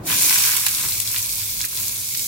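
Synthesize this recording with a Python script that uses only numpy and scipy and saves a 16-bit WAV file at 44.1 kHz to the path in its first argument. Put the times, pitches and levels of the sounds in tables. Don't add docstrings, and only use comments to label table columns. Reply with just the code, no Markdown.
import sys
import numpy as np
from scipy import signal
from scipy.fft import rfft, irfft, next_fast_len
from scipy.io import wavfile

SR = 44100
rng = np.random.default_rng(int(sys.argv[2]) if len(sys.argv) > 2 else 0)


def pcm_store(signal):
    levels = np.round(np.clip(np.atleast_2d(signal), -1, 1) * 32767)
    wavfile.write(sys.argv[1], SR, levels.astype(np.int16).T)


N = 100283

# (time [s], level [dB])
FIZZ_ENVELOPE = [(0, -72), (.028, -60), (.055, -37), (.072, -27), (.12, -23), (.23, -19), (.33, -19.5),
                 (.5, -21), (.62, -24.5), (.69, -25), (.9, -25), (1.05, -28.5), (1.18, -26), (1.215, -27),
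                 (1.55, -29), (1.82, -24.5), (2.03, -27), (2.19, -25), (2.27, -25.5)]
# (frequency [Hz], relative gain [dB])
FIZZ_SPECTRUM = [(200, -47), (750, -30), (1050, -20.5), (1350, -20.5), (1600, -21), (1900, -18.5),
                 (2200, -4.5), (2500, -6), (2850, -10), (3500, -4), (5500, -.5), (10500, 0.5), (13000, 1),
                 (15700, -1.5)]
def fizz():
    bursts = bubbles(per_s=7000, spread_db=3, ring_s=.00009, top_hz=18130, spots=120, size=64)
    return level(FIZZ_ENVELOPE) * wok_radiation(bursts, FIZZ_SPECTRUM)


# (time [s], level [dB])
SPATTER_ENVELOPE = [(0, -69), (.05, -53), (.08, -32.5), (.115, -28.5), (.17, -35.5), (.32, -29.5),
                    (.5, -32), (.63, -37.5), (.86, -38), (1.02, -46), (1.16, -44), (1.3, -51),
                    (1.55, -51.5), (1.8, -40.5), (2.27, -61)]
# (frequency [Hz], relative gain [dB])
SPATTER_SPECTRUM = [(150, -40), (500, -15), (740, -21.5), (900, -5), (1100, -2), (1300, -6), (1600, 0),
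                    (1900, -4), (2300, 1.5), (3000, -3), (4300, -4), (7000, -4), (15000, -40)]
def spatter():
    bursts = bubbles(per_s=1100, spread_db=4, ring_s=.00021, top_hz=5970, spots=60, size=96)
    return level(SPATTER_ENVELOPE) * wok_radiation(bursts, SPATTER_SPECTRUM)


def bubbles(per_s, spread_db, ring_s, top_hz, spots, size, boil_s=.4, reflections_db=5.5):
    life, t = int(boil_s * SR), np.arange(size) / SR
    out = np.zeros((2, N + 2 * life + SR))
    per_spot = int(per_s * (N + life) / SR / spots)
    for start in np.linspace(0, N + life, spots).astype(int):
        onsets = rng.integers(0, life, (per_spot, 1))
        pitch_hz = top_hz * rng.random((per_spot, 1))
        strength = amp(spread_db * np.minimum(rng.standard_normal((per_spot, 1)), 2.5))
        pings = strength * np.sin(2 * np.pi * pitch_hz * t) * np.exp(-t / ring_s)
        train = np.bincount((onsets + np.arange(size)).ravel(), pings.ravel(), life + size)
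        paths = amp(reflections_db) * echoes(decay_s=.0016, size=400)
        paths[[0, 1], rng.integers(0, 12, 2)] += 1
        heard = signal.fftconvolve((train - train.mean())[None], paths, axes=1)
        out[:, start:start + heard.shape[1]] += heard
    return out[:, life:life + N]


# (frequency [Hz], left minus right [dB])
WOK_BALANCE = [(500, 7), (1000, -7), (1500, 3.5), (1850, 3), (2250, 3), (2800, 1), (5200, 0), (9500, 1.5),
               (14500, -5)]
def wok_radiation(x, spectrum):
    return unit(filtered(x, lambda hz: amp(along(spectrum, hz)) * pan(along(WOK_BALANCE, hz))))


# (time [s], relative peak [dB], centre frequency [Hz], width [octaves], left minus right [dB])
DROP_BURSTS = [(.117, -12.5, 2350, 0.99, 9), (0.2218, -1, 10500, 0.57, 0), (.296, -5, 5100, 0.58, 7),
               (.32, -21, 1210, 0.96, 6), (.342, -2, 9000, 1.2, -2), (0.3866, -4, 9000, 1.2, 0),
               (.423, -6, 9500, 2.2, 6), (0.4381, -6, 6040, 0.57, -6), (0.5173, -9, 5660, 0.55, 0),
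               (.552, -15, 4170, 0.47, 1), (0.5664, -3, 7150, 1.6, -10), (0.6643, -5.5, 10000, 0.82, -18),
               (.6657, -6, 1870, 1.2, -1.5), (.668, -9, 4000, 1.9, 2.5), (.684, -5, 7000, 0.97, 2),
               (.7483, -10.5, 5040, .7, 1), (0.7847, -14.5, 3600, 1.2, -1), (0.9217, -16.5, 4500, 0.37, 5),
               (1.0018, -4, 12000, 1.47, 8), (1.0754, -12, 4670, 0.45, 7.5), (1.114, -12.5, 9000, 0.91, 10),
               (1.129, -12.5, 13000, 0.36, 0), (1.145, -11, 3000, 2.4, 2), (1.1622, -13, 2750, 0.6, 4),
               (1.1837, -5, 11500, 1, 2), (1.192, -19, 3500, 0.6, -5), (1.2271, -15, 6200, 0.16, 6),
               (1.41, -20, 4000, 0.78, 4), (1.431, -18, 5040, 1.4, -5), (1.606, -16.5, 2490, 0.81, -7),
               (1.6142, -9, 5450, 0.54, 0), (1.642, -19.5, 1930, .35, -0.5), (1.6507, -6, 9500, 1.1, 0),
               (1.654, -14.5, 10000, 1.2, -12), (1.766, -9, 12000, 0.33, -1),
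               (1.7731, -12.5, 4870, 0.46, 6), (1.8303, -10, 11000, .8, -4), (1.8822, -6.5, 8500, 0.96, 0),
               (1.961, -14.5, 8000, 1.4, 6), (2.0073, -15, 11000, 0.52, 2), (2.0888, -15, 4530, 1.3, 3),
               (2.146, -16, 3800, 0.75, 5), (2.1499, -9.5, 4220, 0.92, 1), (2.1738, -11, 12100, 0.6, -9),
               (2.1945, -12, 5140, 0.99, 4)]
def pops(trim_db=-3, snap_s=.00075, ring_s=.0044, ring_db=-5, low_cut_hz=820):
    size, lead = 1400, 40
    out, t = np.zeros((2, N + size)), np.arange(size) / SR
    decay = np.exp(-t / snap_s) + amp(ring_db) * np.exp(-t / ring_s)
    for time_s, peak_db, centre_hz, octaves, pan_db in DROP_BURSTS:
        def band(hz):
            bell = np.exp(-.5 * (np.log2((hz + 1) / centre_hz) / octaves) ** 2)
            return bell / (1 + (low_cut_hz / (hz + 20)) ** 10)
        snap = rng.standard_normal((2, size)) * decay
        burst = filtered(np.pad(snap, ((0, 0), (lead, 0)))[:, :size], band)
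        burst /= np.abs(burst).max(axis=1, keepdims=True) + 1e-12
        start = round(time_s * SR) - lead
        out[:, start:start + size] += amp(peak_db + trim_db) * pan(pan_db) * burst
    return out[:, :N]


# (frequency [Hz], relative level [dB])
THUD_SPECTRUM = [(30, -15), (80, -7), (105, -2.5), (140, -2), (185, 0.5), (235, -10.5), (290, 0),
                 (340, -2.5), (410, -11), (520, -13), (700, -11), (1100, -19.5), (3000, -36), (9000, -54)]
def landing(level_db=-37, tumble_s=.092, fade_db_per_s=35):
    after_s = np.maximum(np.arange(N) / SR - tumble_s, 0)
    return amp(level_db - fade_db_per_s * after_s) * shaped_noise(THUD_SPECTRUM)


# (time [s], level [dB])
FLAME_ENVELOPE = [(0, -40), (.35, -47), (.62, -47), (.86, -40), (1.03, -45.5), (1.62, -45.5), (1.69, -44),
                  (1.8, -41), (2.08, -46), (2.27, -41.5)]
# (frequency [Hz], relative level [dB])
FLAME_SPECTRUM = [(20, -30), (40, -20), (56, -5), (72, -7.5), (105, 5), (130, -5.5), (190, -5.5),
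                  (245, -17), (320, -11), (450, -18), (800, -21.5), (2000, -29.5), (8000, -83)]
def burner(hum_hz=103, hum_db=-56.5):
    hum = amp(hum_db) * np.sqrt(2) * np.sin(2 * np.pi * hum_hz * np.arange(N) / SR)
    return level(FLAME_ENVELOPE) * shaped_noise(FLAME_SPECTRUM) + hum


# (time [s], level [dB])
DEEP_ENVELOPE = [(0, -53), (.25, -54), (.45, -69), (.75, -56), (1.02, -66), (1.12, -50), (1.6, -45.5),
                 (1.69, -52), (2.27, -57)]
# (frequency [Hz], relative level [dB])
DEEP_SPECTRUM = [(20, -29), (32, -11), (42, -12), (53, 4), (64, -14), (90, -39), (200, -38)]
def deep_rumble():
    return level(DEEP_ENVELOPE) * shaped_noise(DEEP_SPECTRUM)


def echoes(decay_s, size):
    tail = rng.standard_normal((2, size)) * np.exp(-np.arange(size) / SR / decay_s)
    return tail / np.linalg.norm(tail, axis=1, keepdims=True)


def shaped_noise(spectrum):
    return unit(filtered(rng.standard_normal((2, N)), lambda hz: amp(along(spectrum, hz))))


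def filtered(x, response):
    n = x.shape[-1]
    padded = next_fast_len(n + 4096)
    return irfft(rfft(x, padded) * response(np.fft.rfftfreq(padded, 1 / SR)), padded)[..., :n]


def along(points, hz):
    frequencies, values = np.transpose(points)
    return np.interp(np.log(hz + 1), np.log(frequencies + 1), values)


def level(points):
    return amp(np.interp(np.arange(N) / SR, *np.transpose(points)))


def pan(difference_db):
    return amp(difference_db * np.array([[.5], [-.5]]))


def amp(db):
    return 10 ** (np.asarray(db) / 20)


def unit(x):
    return x / np.sqrt(np.mean(x ** 2) + 1e-20)


def scene(room_decay_s=.025, room_db=-6):
    frying = fizz() + spatter() + pops()
    room_response = np.pad(echoes(room_decay_s, size=9000), ((0, 0), (SR // 300, 0)))
    kitchen = signal.fftconvolve(frying, room_response, axes=1)[:, :N]
    return frying + amp(room_db) * kitchen + landing() + burner() + deep_rumble()


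# (frequency [Hz], gain of the side signal [dB])
SIDE_GAIN = [(30, -35), (90, -36), (180, -16.5), (350, -9.5), (700, -2.5), (1400, -1), (2800, -1),
             (5000, 0)]
# (time [s], gain [dB])
LEVEL_DIP = [(1.654, 3.5), (1.672, -2), (1.73, -1), (1.765, 1)]
def record(dry, ceiling=.76, top_hz=15850):
    mid = dry.mean(axis=0)
    side = filtered(dry[0] - mid, lambda hz: amp(along(SIDE_GAIN, hz)))
    pair = np.array([mid + side, mid - side]) * level(LEVEL_DIP)
    rounded = pair / (1 + np.abs(pair / ceiling) ** 6) ** (1 / 6)
    return filtered(rounded, lambda hz: hz < top_hz)


dry = scene()
out = record(dry)
pcm_store(out)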